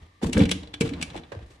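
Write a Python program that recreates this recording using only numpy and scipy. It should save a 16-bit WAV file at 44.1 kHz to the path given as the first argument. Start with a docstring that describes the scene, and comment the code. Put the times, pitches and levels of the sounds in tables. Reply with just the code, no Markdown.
"""A small, quiet gym with a rubber floor, heard from close by on the ground.
Someone steps up to a loaded barbell and shifts it. Trouser cloth rubs and swishes, soles slap the mat,
loose metal fittings graze and clack. Dull blows ring the modes of the floor and the heavy plates.
The floor rumbles under the moving weight; a side reflection and a short diffuse tail answer."""
import sys
import numpy as np
from scipy import signal
from scipy.fft import rfft, irfft, next_fast_len
from scipy.io import wavfile
from scipy.ndimage import uniform_filter1d

SR = 44100
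rng = np.random.default_rng(int(sys.argv[2]) if len(sys.argv) > 2 else 0)


def store_wav(level_fs):
    """Save 16-bit WAV to argv[1]."""
    pcm = np.round(np.clip(np.atleast_2d(level_fs), -1, 1) * 32767)
    wavfile.write(sys.argv[1], SR, pcm.T.astype(np.int16))


N = 70560  # 1.6 s

# Stereo width: freq_hz, side_gain_db
STEREO_WIDTH = [(40, -25), (100, -38), (200, -16), (350, -11.5), (600, -0.5), (1500, 0), (4000, -2),
                (10000, -2.5)]
# Still-air spectrum: freq_hz, relative_db
AIR_SPECTRUM = [(25, -31), (70, 13), (130, -7), (280, 2), (550, -13), (900, -22.5), (1180, 1.5),
                (1400, -25), (1800, -2), (2500, -12.5), (3600, -11.5), (6000, -20), (11900, -29.5),
                (16000, -60)]
# Floor rumble envelope: time_s, level_db
RUMBLE_ENVELOPE = [(0, -55.5), (.19, -65.5), (.45, -47.5), (.75, -51.5), (1.0, -42), (1.25, -54.5),
                   (1.321, -62), (1.6, -55)]
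# Floor rumble spectrum: freq_hz, relative_db
RUMBLE_SPECTRUM = [(25, -16), (55, 3), (90, 3), (160, -11.5), (300, -16), (1000, -19.5), (16000, -100)]
# Room decay: freq_hz, t60_s
ROOM_DECAY = [(60, .6), (200, .45), (500, .45), (900, .42), (1800, .47), (3500, .43), (8000, .34),
              (14000, .22)]
# Trouser strokes: start_s, length_s, level_db, treble_db
CLOTH_STROKES = [(0.0, 0.072, -57, -4), (0.221, 0.081, -40.5, 5), (0.337, 0.10, -33, -7),
                 (0.821, 0.061, -36.5, -4), (0.898, 0.15, -44.5, -11), (1.037, 0.094, -49, -30),
                 (1.131, 0.0724, -44, -7), (1.239, 0.21, -58, -8), (1.46, 0.11, -55, 3.5)]
# Cloth friction spectrum: freq_hz, relative_db
CLOTH_SPECTRUM = [(200, 22), (900, 4.5), (2200, 2.5), (3600, 3), (5000, -4), (8200, -6.5), (11000, -16.5),
                  (13000, -20), (16000, -54)]
# Sole contacts: start_s, level_db, hollow_pitch_hz, t60_s, pan_left_db
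SHOE_TAPS = [(0.2145, -40.5, 706, 0.13, 4), (0.2259, -35.5, 826, 0.06, -14),
             (0.2435, -29.5, 990, 0.014, 6.5), (0.367, -30, 530, 0.059, -1), (0.405, -29, 760, 0.063, 4),
             (0.632, -44.5, 582, 0.043, -2), (1.143, -39, 946, 0.064, 9), (1.153, -32.5, 850, 0.018, -5),
             (1.318, -31, 569, 0.06, -0.5), (1.324, -40, 1640, 0.041, 2), (1.3485, -38.5, 567, 0.013, 5),
             (1.389, -43, 678, 0.032, 1)]
# Sole slap spectrum: freq_hz, relative_db
SLAP_SPECTRUM = [(100, -11), (420, 2.5), (540, 3.5), (950, -2.5), (1300, -13), (1700, -11), (3000, -16.5),
                 (6000, -27), (10000, -36), (16000, -60)]
# Knocks of the fittings: knock_s, level_db, focus_hz, treble_db, pan_left_db
METAL_KNOCKS = [(0.3299, -24.5, 2670, 8, 1), (0.369, -26, 1490, -38, 1.5), (0.377, -32.5, 4600, 18, -0.5),
                (0.391, -29.5, 3360, -1, 1), (0.4033, -29, 2200, -17, 6), (0.4347, -30, 3500, -5.5, 2),
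                (0.4534, -29.5, 2640, -5.5, 1), (0.4915, -30, 2100, 0, 2), (0.5128, -19.5, 3020, 5.5, 1),
                (0.5205, -26.5, 3480, -6, -3), (0.631, -42, 3990, -7, 1), (0.6725, -45, 3990, -9, -2),
                (0.7389, -29.5, 3336, -7.5, -1), (0.8082, -23.5, 2380, 7.5, 1), (0.816, -26.5, 2370, -7, 0),
                (0.876, -39.5, 3900, 1, 0), (0.89, -35, 2430, -2, 4), (0.9349, -36, 4170, -12, -1.5),
                (1.0126, -31, 3080, 1, 1.5), (1.0246, -24, 2530, 5, 1), (1.1006, -39.5, 3900, -7, 1),
                (1.162, -39.5, 2250, -2.5, 9), (1.1744, -38, 3450, -4, 0), (1.2342, -45, 3760, -22, 1.5)]
# Metal contact spectrum: freq_hz, relative_db
CRACK_SPECTRUM = [(200, 5.5), (700, 0), (1300, -2), (2300, 2.5), (3700, 2), (4500, -1.5), (8000, -7),
                  (10500, -10.5), (12500, -27), (16000, -28)]
# Modes of the fittings: freq_hz, relative_db, t60_s
METAL_MODES = [(1494, -6.5, 0.076), (1632, -6, 0.14), (2297.4, 2, 0.064), (2576, -6, 0.051),
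               (2915, -4, 0.06), (3047, -3, 0.07), (3453, 1.5, 0.07), (3965, 4.5, 0.036), (5700, -2, 0.073),
               (7820, 4.5, 0.031), (9600, 0.5, 0.01)]
# Blows of feet and plates: start_s, level_db, pitch_hz, rise_cycles
BLOWS = [(0.0158, -42, 71, 0.5), (0.2304, -19.5, 227.6, 0.77), (0.2322, -28.5, 383, 1.28),
         (0.2516, -19, 59.7, 0.18), (0.257, -24, 168.4, 1.16), (0.2914, -24, 254.5, 0.63),
         (0.3536, -21, 212, 1.34), (0.3624, -14, 90, 0.35), (0.3652, -21.5, 306, 0.58),
         (0.3779, -14.5, 235, 0.44), (0.3781, -24.5, 504.5, 1.85), (0.3986, -16, 244, 0.5),
         (0.388, -22.5, 292, 2.06), (0.410, -15, 90.3, 0.47), (0.412, -11, 189.3, 0.91),
         (0.4378, -19.5, 248, 0.43), (0.5164, -27, 268, 0.5), (0.6247, -39, 85.5, 0.58),
         (0.671, -44.5, 443, 0.25), (0.741, -52, 290, 2.3), (0.8087, -13.5, 203.6, 0.32),
         (0.811, -26.5, 402, 1.7), (0.8344, -20.5, 128, 0.63), (0.9135, -30, 271.2, 1.43),
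         (0.9408, -36, 65.4, 0.82), (0.97, -32.5, 186, 0.6), (1.0004, -34, 261.3, 0.99),
         (1.0227, -36, 133, 0.41), (1.1546, -38.5, 327, 1.5), (1.196, -35.5, 215, 0.37),
         (1.326, -42, 111, 1.2), (1.355, -43, 351, 1.05), (1.364, -30, 98, 0.94), (1.409, -38.5, 57, 0.79)]
# Modes of floor and plates: freq_hz, relative_db, t60_s
FLOOR_PLATE_MODES = [(85.6, -14.5, 0.77), (166.1, 2.5, 0.23), (206, -3.5, 0.186), (247.5, 5, 0.21),
                     (290.3, 7, 0.36), (343.4, 5.5, 0.27), (461.4, 21, 0.17), (512, 11, 0.2),
                     (571, 13, 0.23)]


def amp(db):
    """Decibels to gain."""
    return 10 ** (np.asarray(db) / 20)


def unit(x):
    """Scale to rms 1."""
    return x / np.sqrt(np.mean(x ** 2) + 1e-20)


def curve_at(table, hz):
    """Interpolate a table over log frequency."""
    knots_hz, values = np.transpose(table)
    return np.interp(np.log(hz + 1), np.log(knots_hz + 1), values)


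def add(mix, start_s, sound):
    """Add a sound to the mix in place."""
    part = mix[:, max(round(start_s * SR), 0):][:, :sound.shape[-1]]
    part += sound[..., :part.shape[1]]


def panned(x, left_db):
    """Set the level of left over right."""
    return x * amp([[left_db / 2], [-left_db / 2]])


def coloured(x, gain_db):
    """Filter by the curve gain_db(hz)."""
    size = next_fast_len(x.shape[-1] + 2048)
    gain = amp(gain_db(np.fft.rfftfreq(size, 1 / SR)))
    return irfft(rfft(x, size) * gain, size)[..., :x.shape[-1]]


def spread(mid, side):
    """Mid/side to left/right: near mono in the bass, wide above."""
    side = coloured(side, lambda hz: curve_at(STEREO_WIDTH, hz))
    return np.array([mid + side, mid - side])


def noise(size, spectrum, boost_db=lambda hz: 0):
    """Stereo noise, rms 1, shaped by a spectrum table plus an optional boost curve."""
    white = spread(*rng.standard_normal((2, size)))
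    return unit(coloured(white, lambda hz: curve_at(spectrum, hz) + boost_db(hz)))


def treble_shelf(hz, corner_hz=4650):
    """Smooth step from 0 below the corner to 1 above."""
    return hz ** 4 / (hz ** 4 + corner_hz ** 4)


def burst(t, rise_s, t60_s):
    """Linear rise, exponential decay."""
    return np.minimum(t / rise_s, 1) * 1e-3 ** (np.maximum(t - rise_s, 0) / t60_s)


def still_air(level_db=-62):
    """Faint, steady noise of the room."""
    return amp(level_db) * noise(N, AIR_SPECTRUM)


def floor_rumble():
    """Low noise of the floor under the moving weight."""
    level_db = np.interp(np.arange(N) / SR, *np.transpose(RUMBLE_ENVELOPE))
    return amp(level_db) * noise(N, RUMBLE_SPECTRUM)


def room_tail(build_s=0.00583):
    """Impulse response of dense reflections: even in colour, each band with its own decay."""
    tail = rng.standard_normal((2, SR // 2))
    for _ in range(3):
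        white = irfft(np.exp(1j * np.angle(rfft(tail))))
        hz, t, bands = signal.stft(white, SR, nperseg=256)
        band_rms = np.sqrt(abs(uniform_filter1d(abs(bands) ** 2, size=15, axis=1)) + 1e-30)
        decay = burst(t + 1 / SR, build_s, curve_at(ROOM_DECAY, hz)[:, None])
        tail = signal.istft(bands / band_rms * decay, SR, nperseg=256)[1][:, :SR // 2]
    return spread(*(tail / np.linalg.norm(tail[0])))


def room_reverb(dull, bright, dull_blur_hz=14, bright_blur_hz=60):
    """Two tails, fed in turn, blur pitches into a diffuse decay."""
    rad_per_hz = 2 * np.pi * np.arange(N) / SR
    out = np.zeros((2, N))
    for wave in (np.cos, np.sin):
        feed = dull.mean(0) * wave(dull_blur_hz * rad_per_hz)
        feed += bright.mean(0) * wave(bright_blur_hz * rad_per_hz)
        out += signal.fftconvolve(feed[None], room_tail(), axes=1)[:, :N]
    return out


def wall_reflection(x, delay_s=0.00822, send_db=-3.5):
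    """One early reflection from the side widens the sound."""
    t = np.arange(N) / SR
    delayed = np.interp(t - delay_s, t, x.mean(0))
    return spread(np.zeros(N), amp(send_db) * delayed)


def cloth_swishes(edge_s=0.0035, grain_db=0.5, fold_db=4, fold_s=0.012):
    """Cloth slides on cloth: grainy hiss, made uneven by folds."""
    out, t = np.zeros((2, N)), np.arange(SR // 3) / SR
    knots_s = np.arange(40) * fold_s
    for start_s, length_s, level_db, treble_db in CLOTH_STROKES:
        stroke = np.clip(np.minimum(t, length_s - t) / edge_s, 0, 1)
        roughness = unit(uniform_filter1d(rng.standard_normal(len(t)), size=90))
        grain = unit(amp(grain_db * roughness))
        folds = amp(fold_db * np.interp(t, knots_s, rng.standard_normal(len(knots_s))))
        hiss = noise(len(t), CLOTH_SPECTRUM, lambda hz: treble_db * treble_shelf(hz))
        add(out, start_s, amp(level_db) * stroke * grain * folds * hiss)
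    return out


def shoe_taps(rise_s=0.0025, hollow_db=-3.5):
    """A sole slaps the rubber mat; the air trapped under it rings."""
    out, t = np.zeros((2, N)), np.arange(SR // 5) / SR
    for start_s, level_db, pitch_hz, t60_s, pan_left_db in SHOE_TAPS:
        slap = noise(len(t), SLAP_SPECTRUM)
        hollow = amp(hollow_db) * np.sin(2 * np.pi * pitch_hz * t)
        tap = amp(level_db) * (slap + hollow) * burst(t, rise_s, t60_s)
        add(out, start_s, panned(tap, pan_left_db))
    return out


def metal_clacks(graze_s=0.006, graze_db=-11, rise_s=0.0022, crack_t60_s=0.039, ring_db=-1.5):
    """Fittings graze, then knock: returns noise cracks and modal rings. Hard knocks crack more."""
    cracks, rings, t = np.zeros((2, N)), np.zeros((2, N)), np.arange(SR // 5) / SR
    mode_hz, mode_db, mode_t60_s = np.transpose(METAL_MODES)[:, :, None]
    since_knock_s = np.maximum(t - graze_s, 0)
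    graze = amp(graze_db) * burst(t, graze_s, crack_t60_s)
    crack_envelope = graze + burst(since_knock_s, rise_s, crack_t60_s)
    mode_envelopes = burst(since_knock_s, rise_s, mode_t60_s)
    hard_knock_db, crack_growth_db_per_db = -20, 0.2
    for knock_s, level_db, focus_hz, treble_db, pan_left_db in METAL_KNOCKS:
        def contact_db(hz, peak_db, width_oct=0.27):
            """Each contact point favours its own frequency range."""
            bump = np.exp(-(np.log2((hz + 1) / focus_hz) / width_oct) ** 2)
            return peak_db * bump + treble_db * treble_shelf(hz)

        crack = crack_envelope * noise(len(t), CRACK_SPECTRUM, lambda hz: contact_db(hz, peak_db=7))
        crack_db = level_db + crack_growth_db_per_db * (level_db - hard_knock_db)
        add(cracks, knock_s - graze_s, panned(amp(crack_db) * crack, pan_left_db))

        weights = amp(mode_db + contact_db(mode_hz, peak_db=11))
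        phase_cycles = rng.random(mode_hz.shape)
        stereo_offset_cycles = 0.11 * rng.standard_normal((2, *mode_hz.shape))
        tones = np.sin(2 * np.pi * (mode_hz * t + phase_cycles + stereo_offset_cycles))
        ring = (weights / np.linalg.norm(weights) * mode_envelopes * tones).sum(1)
        add(rings, knock_s - graze_s, panned(amp(level_db + ring_db) * ring, pan_left_db))
    return cracks, rings


def floor_thuds(coupling_db=-56, drift_rad_per_sqrt_ms=0.039, lowpass_hz=620):
    """Soft, heavy blows push the floor and excite its modes; loose plates make the ring uneven."""
    push, t = np.zeros((1, N)), np.arange(SR // 2) / SR
    for start_s, level_db, pitch_hz, rise_cycles in BLOWS:
        rise = t * pitch_hz / rise_cycles
        swell = rise * np.exp(1 - rise)
        add(push, start_s, amp(level_db) * swell * np.sin(2 * np.pi * pitch_hz * t))
    modes = np.array([amp(db + coupling_db) * burst(t, 1 / SR, t60_s) * np.exp(2j * np.pi * hz * t)
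                      for hz, db, t60_s in FLOOR_PLATE_MODES])
    walk_sqrt_ms = np.cumsum(rng.standard_normal((len(modes), N)), 1) * np.sqrt(1000 / SR)
    drift = np.exp(1j * drift_rad_per_sqrt_ms * walk_sqrt_ms)
    # Dividing first starts each ring in phase with its blow.
    rings = signal.fftconvolve(push / drift, modes, axes=1)[:, :N] * drift
    lowpass = signal.butter(3, lowpass_hz, fs=SR, output="sos")
    return signal.sosfilt(lowpass, push + rings.real.sum(0)) * np.ones((2, 1))


def scene():
    """Close sources, their reflections and the background, in stereo."""
    thuds = floor_thuds()
    cracks, rings = metal_clacks()
    taps = shoe_taps()
    cloth = cloth_swishes()
    dull_send = amp(-11) * thuds
    bright_send = amp(-13) * (cracks + cloth) + amp(-26) * rings + amp(-7.5) * taps
    reflections = wall_reflection(thuds) + room_reverb(dull_send, bright_send)
    return still_air() + floor_rumble() + reflections + cloth + taps + cracks + rings + thuds


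def record(dry, mic_low_hz=36, mic_high_hz=12700, band_limit_hz=16000):
    """Microphone roll-off at both ends, then a steep band limit."""
    highpass = signal.butter(3, mic_low_hz, "highpass", fs=SR, output="sos")
    lowpass = signal.butter(8, mic_high_hz, fs=SR, output="sos")
    band_limit = signal.firwin(511, band_limit_hz, window=("kaiser", 9), fs=SR)
    mic = signal.sosfilt(lowpass, signal.sosfilt(highpass, dry))
    return signal.oaconvolve(mic, band_limit[None], "same")


dry = scene()
out = record(dry)
store_wav(out)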